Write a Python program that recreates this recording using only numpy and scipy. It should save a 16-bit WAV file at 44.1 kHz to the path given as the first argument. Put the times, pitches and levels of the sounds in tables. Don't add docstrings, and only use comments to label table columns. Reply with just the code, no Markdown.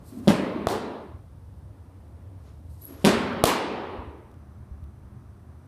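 import sys
import numpy as np
from scipy import signal
from scipy.fft import rfft, irfft, next_fast_len
from scipy.io import wavfile
from scipy.ndimage import uniform_filter1d, map_coordinates

SR = 44100
rng = np.random.default_rng(int(sys.argv[2]) if len(sys.argv) > 2 else 0)


def log_audio(samples):
    frames = np.atleast_2d(samples).T
    limited = np.clip(frames, -1, 1)
    pcm = np.round(limited * 32767).astype(np.int16)
    wavfile.write(sys.argv[1], SR, pcm)


N = 250047


def amp(db):
    return 10 ** (np.asarray(db) / 20)


def unit(x):
    return x / np.sqrt(np.mean(x ** 2) + 1e-20)


def peak(x):
    return x / np.abs(x).max()


def along(points, hz):
    f, *columns = np.transpose(points)
    return [np.interp(np.log(hz + 1), np.log(f + 1), column) for column in columns]


def wobble(rate):
    knots = rng.standard_normal(int(N * rate / SR) + 4)
    return map_coordinates(knots, [np.arange(N) * rate / SR])


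def filtered(x, response):
    m = next_fast_len(len(x) + 8192)
    spectrum = rfft(x, m) * response(np.fft.rfftfreq(m, 1 / SR))
    return irfft(spectrum, m)[:len(x)]


def noise(colour, count):
    white = rng.standard_normal(count)
    return unit(filtered(white, lambda hz: amp(along(colour, hz)[0])))


def add(track, s, x):
    part = track[round(s * SR):][:len(x)]
    part += x[:len(part)]


def resonances(modes, turn=-1):
    def response(f):
        total = 0
        for k, (centre, width, db) in enumerate(modes):
            damping = 1j * f * width
            total = total + turn ** k * amp(db) * damping / (centre * centre - f * f + damping)
        return total
    return response


def swell(s, db, rise, fall, held=0):
    t = np.arange(N) / SR - s
    return amp(db + rise * np.minimum(t, 0) - fall * np.maximum(t - held, 0))


def sinking_tones(rows, fall, t60, rough):
    track, t = np.zeros(N), np.arange(SR // 4) / SR
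    for s, db, hz in rows:
        band = resonances([(hz, .35 * hz, 0)])
        edge = unit(filtered(rng.standard_normal(len(t)), lambda f: band(f) ** 2))
        tone = np.sin(2 * np.pi * (hz - fall * t / 2) * t)
        onset = 1 - np.exp(-t / 0.0048)
        add(track, s, amp(db - 60 * t / t60) * (tone + rough * edge) * onset)
    return track


# start t/s, end t/s, curve exponent (over 1 ends gently)
CROSS_FADES = [(0.91, 1.23, 0.84), (3.928, 4.55, 1.44)]


def fades():
    t = np.arange(N) / SR
    return [np.clip((end - t) / (end - start), 0, 1) ** curve for start, end, curve in CROSS_FADES]


def shot_powers():
    first, second = fades()
    return np.array([first ** 2, (1 - first ** 2) * second ** 2, 1 - second ** 2])


# rumble level/dB, rush level/dB, hiss level/dB
SHOT_LEVELS = [(-45, -53.5, -71), (-44.5, -55.5, -73.5), (-45.5, -83, -74.5)]


def shot_gain(column):
    return np.sqrt(amp(SHOT_LEVELS)[:, column] ** 2 @ shot_powers())


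# f/Hz, relative level/dB per Hz
RUMBLE_SPECTRUM = [(13, -66), (22, -34), (27, -23.5), (42, -15.5), (76, 1), (95, -1), (177, -19.5),
                   (200, -15.5), (260, -53), (440, -120)]
DIP_DB, DIP_IN_S, DIP_S, DIP_OUT_S = -8, .12, 0.463, 0.086


def rumble():
    t = np.arange(N) / SR
    dip = 0
    for s, *_ in CATCH_BLOWS:
        dip = dip + np.clip(np.minimum((t - s) / DIP_IN_S, (s + DIP_S - t) / DIP_OUT_S), 0, 1)
    lumps = amp(0.5 * wobble(9.5) + 1.2 * wobble(6.3))
    return shot_gain(0) * amp(DIP_DB * dip) * unit(lumps * noise(RUMBLE_SPECTRUM, N))


# f/Hz, relative level/dB per Hz
RUSH_SPECTRUM = [(88, -22.5), (150, -3), (206, -11.5), (254, -3.5), (382, -13), (591, -14), (800, -18),
                 (925, -18), (3500, -41.5), (4550, -66.5), (7700, -120)]


def rush():
    return shot_gain(1) * amp(1.2 * wobble(6.4)) * noise(RUSH_SPECTRUM, N)


# f/Hz, relative level/dB per Hz
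HISS_SPECTRUM = [(1470, -30), (2500, -8.5), (3780, -2), (4300, -3.5), (5700, -4.5), (7170, -8.5),
                 (9080, -2.5), (13600, -9), (15500, -8)]


def hiss():
    return shot_gain(2) * noise(HISS_SPECTRUM, N)


# t/s, level/dB, settled f/Hz, held t/s
SOLE_SQUEAKS = [(.06, -74, 12450, .06), (2.819, -48, 11480, 0.036)]
SQUEAK_RISE, SQUEAK_FALL = 5000, 130
OVERSHOOT_HZ, SETTLE_S = 350, .006


def squeaks():
    track = np.zeros(N)
    for s, db, hz, held in SOLE_SQUEAKS:
        slow_flutter = wobble(450) + 1j * wobble(450)
        fast_flutter = wobble(1500) + 1j * wobble(1500)
        flutter = slow_flutter + .35 * fast_flutter
        since = np.maximum(np.arange(N) / SR - s, 0)
        pitch = hz + OVERSHOOT_HZ * np.exp(-since / SETTLE_S)
        phase = 2 * np.pi * np.cumsum(pitch) / SR
        gain = swell(s, db, SQUEAK_RISE, SQUEAK_FALL, held) * amp(2.3 * wobble(150))
        track += gain * np.real(flutter * np.exp(1j * phase))
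    return track


# f/Hz, relative level/dB per Hz
CLOTH_SPECTRUM = [(2350, -31), (4000, -3.5), (6740, -8.5), (8500, -0.5), (9250, -3), (12500, -3.5),
                  (15500, -15.5)]
# loudest t/s, level/dB
ARM_SWISHES = [(.064, -59.5), (.255, -65), (2.416, -76), (2.708, -68), (2.82, -62.5), (3.025, -62)]
SWISH_RISE, SWISH_FALL = 590, 45


def swishes():
    gain = sum(swell(s, db, SWISH_RISE, SWISH_FALL) for s, db in ARM_SWISHES)
    return gain * amp(1.2 * wobble(47)) * noise(CLOTH_SPECTRUM, N)


# t/s, level/dB, starting f/Hz
FOOT_STRIDES = [(.121, -35.5, 264), (.167, -32.5, 230), (.211, -37, 258), (2.89, -40.5, 284.4)]


def strides():
    return sinking_tones(FOOT_STRIDES, fall=200, t60=.3, rough=.9)


# f/Hz, relative level/dB per Hz
MAT_SPECTRUM = [(180, -38.5), (300, 0.5), (515, -11.5), (679, -9), (755, -24), (1050, -14.5), (1690, -23.5),
                (7000, -31), (9100, -72), (15400, -120)]
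# loudest t/s, level/dB
SHOE_SLIDES = [(.148, -54), (.258, -54.5), (2.48, -57), (2.909, -52.5), (3.03, -48)]
SLIDE_RISE, SLIDE_FALL = 140, 150


def slides():
    gain = sum(swell(s, db, SLIDE_RISE, SLIDE_FALL) for s, db in SHOE_SLIDES)
    return gain * amp(1.6 * wobble(60)) * noise(MAT_SPECTRUM, N)


def arrivals(events, pattern):
    rows = []
    for s, crack, treble, thud, _ in events:
        for delay, c, b, d in pattern:
            rows.append((s + delay, crack + c, treble + b, thud + d))
    return rows


# f/Hz, width f/Hz, relative level/dB
LEATHER_MODES = [(1800, 1200, -17.5), (3370, 1200, 1), (5900, 2000, -4), (10500, 3500, -4)]


def blows(table, body, contact_s, lead_s, crack_s, crumple_s, crumple_db):
    track, t = np.zeros(N), np.arange(SR // 10) / SR
    push = t * np.exp(-t / contact_s)
    thud = peak(filtered(push, resonances(body, turn=0.79)))
    shape = np.exp(-t / crack_s) + amp(crumple_db) * np.exp(-t / crumple_s)
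    leather = resonances(LEATHER_MODES)
    for s, crack_db, treble_db, thud_db in table:
        def tilted(f):
            tilt = amp(treble_db * np.log2((f + 500) / 4000))
            return leather(f) * tilt / (1 + 1j * f / 11000)
        burst = filtered(rng.standard_normal(len(t)) * shape, tilted)
        add(track, s, amp(crack_db) * peak(burst))
        add(track, s - lead_s, amp(thud_db) * thud)
    return track


# t/s, crack level/dB, treble tilt/dB per octave, thud level/dB, hall tail level/dB
SLAP_BLOWS = [(.2792, -12.5, -3, -4, -19), (3.0489, -9, -2.5, -6, -17)]
# delay t/s, crack level/dB, treble tilt/dB per octave, thud level/dB
SLAP_PATTERN = [(-.0052, -15, -4.5, -4.5), (0, 3, -2, 0), (.0056, 0.5, -2.5, -9), (.0131, -5.5, 3.5, -26),
                (.0189, -9, 3, -25), (.0250, -7, -2.5, -3), (.0317, -16.5, -3, -10),
                (.0421, -10.5, -1, -12)]
# f/Hz, width f/Hz, relative level/dB
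THIGH_MODES = [(215, 25, 2.5), (385, 118, -5), (560, 89, 1), (704, 49, -8)]


def slaps():
    return blows(arrivals(SLAP_BLOWS, SLAP_PATTERN), THIGH_MODES, contact_s=0.00051, lead_s=0.00028,
                 crack_s=.0004, crumple_s=0.0043, crumple_db=-17.5)


# f/Hz, early t60 t/s, late t60 t/s, late share level/dB
HALL_DECAY = [(100, 0.53, 2, -4.5), (260, .5, 2.7, -7.5), (700, 0.42, 2.2, -4), (1100, 0.45, 2.21, -3),
              (1820, 0.96, 2.32, -8), (3037, 0.49, 1.47, -4.5), (4370, 0.55, 1.25, -8),
              (6000, .33, 0.89, -13), (8560, 0.39, 0.65, -17), (11090, 0.265, 0.54, -22),
              (15020, .18, 0.43, -23)]
# f/Hz, relative level/dB per Hz
TAIL_COLOURS = [
    [(35, -60), (60, -32.5), (210, 0.5), (327, -4.5), (376, -4.5), (486, -12), (572, -7), (721, -18.5),
     (1070, -15.5), (1150, -20), (2410, -26.5), (9970, -39), (15500, -50)],
    [(35, -62), (60, -34), (102, -17.5), (142, -16), (231, -26), (285, -10.5), (423, -3.5), (509, -11),
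     (953, -13.5), (2250, -30.5), (4030, -28.5), (8470, -35.5), (15500, -41)],
    [(35, -54), (60, -24), (135, -16.5), (226, -4), (335, -10.5), (403, -7), (486, -16.5), (572, -10),
     (688, -20), (931, -19), (4420, -30.5), (11500, -39.5), (15500, -57)],
    [(35, -60.5), (60, -25.5), (231, -9), (291, -3.5), (385, -1), (464, -5), (627, -11.5), (738, -9.5),
     (889, -7), (1520, -18.5), (2980, -19.5), (9740, -28), (15500, -33)],
]
SLAP_TAIL, CATCH_TAIL = (-.004, 0.0048, 0.03), (0.00033, 0.012, .047)


def tails(patchy_db):
    track = np.zeros(N)
    answers = []
    for events, (delay, build, hold) in [(SLAP_BLOWS, SLAP_TAIL), (CATCH_BLOWS, CATCH_TAIL)]:
        answers += [(s + delay, db, build, hold) for s, *_, db in events]
    pitch_fades = np.repeat(fades(), 2, axis=0)
    for (s, db, build, hold), colour, fade in zip(sorted(answers), TAIL_COLOURS, pitch_fades):
        hz, t, z = signal.stft(noise(colour, 2 * SR), SR, nperseg=512)
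        early, late, late_db = (column[:, None] for column in along(HALL_DECAY, hz))
        since = np.maximum(t - hold, 0)
        decay = np.hypot(amp(-60 * since / early), amp(late_db - 60 * since / late))
        patches = uniform_filter1d(rng.standard_normal(z.shape), size=2, axis=0)
        patches = unit(uniform_filter1d(patches, size=14, axis=1))
        tail = signal.istft(z * decay * amp(patchy_db * patches), SR, nperseg=512)[1][:2 * SR]
        onset = (1 - np.exp(-np.arange(len(tail)) / SR / build)) ** 2
        add(track, s, amp(db) * tail * onset * fade[round(s * SR):][:2 * SR])
    return track


# t/s, crack level/dB, treble tilt/dB per octave, thud level/dB, hall tail level/dB
CATCH_BLOWS = [(.6704, -14.5, -2, -6.5, -27.5), (3.4389, -4.5, 2, 0, -20.5)]
# delay t/s, crack level/dB, treble tilt/dB per octave, thud level/dB
CATCH_PATTERN = [(0, -1, -2, 1.5), (.0016, -20, -0.5, -4.5), (.0062, -24, -0.5, -13.5),
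                 (.0159, -6.5, -2, -15), (.0318, -11.5, 5, -20.5)]
# f/Hz, width f/Hz, relative level/dB
MITT_MODES = [(100.7, 67, -13), (190, 250, -12), (370, 170, -1.5), (660, 170, -2), (990, 250, -4.5)]


def catches():
    return -blows(arrivals(CATCH_BLOWS, CATCH_PATTERN), MITT_MODES, contact_s=0.00015, lead_s=-0.00014,
                  crack_s=0.000069, crumple_s=0.0028, crumple_db=-14.5)


# t/s, level/dB, starting f/Hz
RUMBLE_SWELLS = [(1.14, -30, 78), (2.71, -32.5, 82.5), (3.985, -23, 69.9), (4.07, -26.5, 75),
                 (4.60, -28, 80), (4.71, -22.5, 69.8), (4.826, -24, 72), (5.046, -28.5, 80)]


def rumble_swells():
    return sinking_tones(RUMBLE_SWELLS, fall=65, t60=0.12, rough=0.1)


# f/Hz, relative level/dB per Hz
DRONE_SPECTRUM = [(76, -26.5), (130, -2.5), (162, -24), (199, -9), (274, -17.5), (351, -18), (481, -27.5),
                  (608, -24), (907, -28), (1180, -27.5), (3500, -52.5), (4550, -82), (7700, -120)]


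def drone():
    return np.sqrt(shot_powers()[2]) * amp(-52.5 + 0.93 * wobble(6.5)) * noise(DRONE_SPECTRUM, N)


WHINE_HZ, WHINE_DB = 6000, -87


def whine():
    phase = 2 * np.pi * WHINE_HZ * np.arange(N) / SR + .3 * wobble(30)
    return np.sqrt(shot_powers()[2]) * amp(WHINE_DB) * np.sin(phase)


# t/s, peak level/dB
CLICKS = [(4.316, -56), (4.342, -53), (4.841, -50)]


def ticks():
    track, t = np.zeros(N), np.arange(300) / SR
    for s, db in CLICKS:
        burst = rng.standard_normal(len(t)) * np.exp(-t / 0.00074)
        add(track, s, amp(db) * peak(filtered(burst, resonances(LEATHER_MODES))))
    return track


def scene():
    air = rumble() + rush() + hiss() + rumble_swells() + drone() + whine()
    feet_and_cloth = squeaks() + swishes() + strides() + slides()
    hits = slaps() + tails(patchy_db=1.5) + catches()
    return (air + feet_and_cloth + hits + ticks())[None]


LOW_HZ, TOP_HZ = 35, 15500


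def record(dry):
    soft = dry[0] / (1 + np.abs(dry[0] / .93) ** 6) ** (1 / 6)

    def response(hz):
        bass_cut = 1j * hz / (LOW_HZ + 1j * hz)
        treble_cut = (hz < TOP_HZ) / np.sqrt(1 + (hz / 15200) ** 60)
        return bass_cut * treble_cut
    return filtered(soft, response)[None]


dry = scene()
out = record(dry)
log_audio(out)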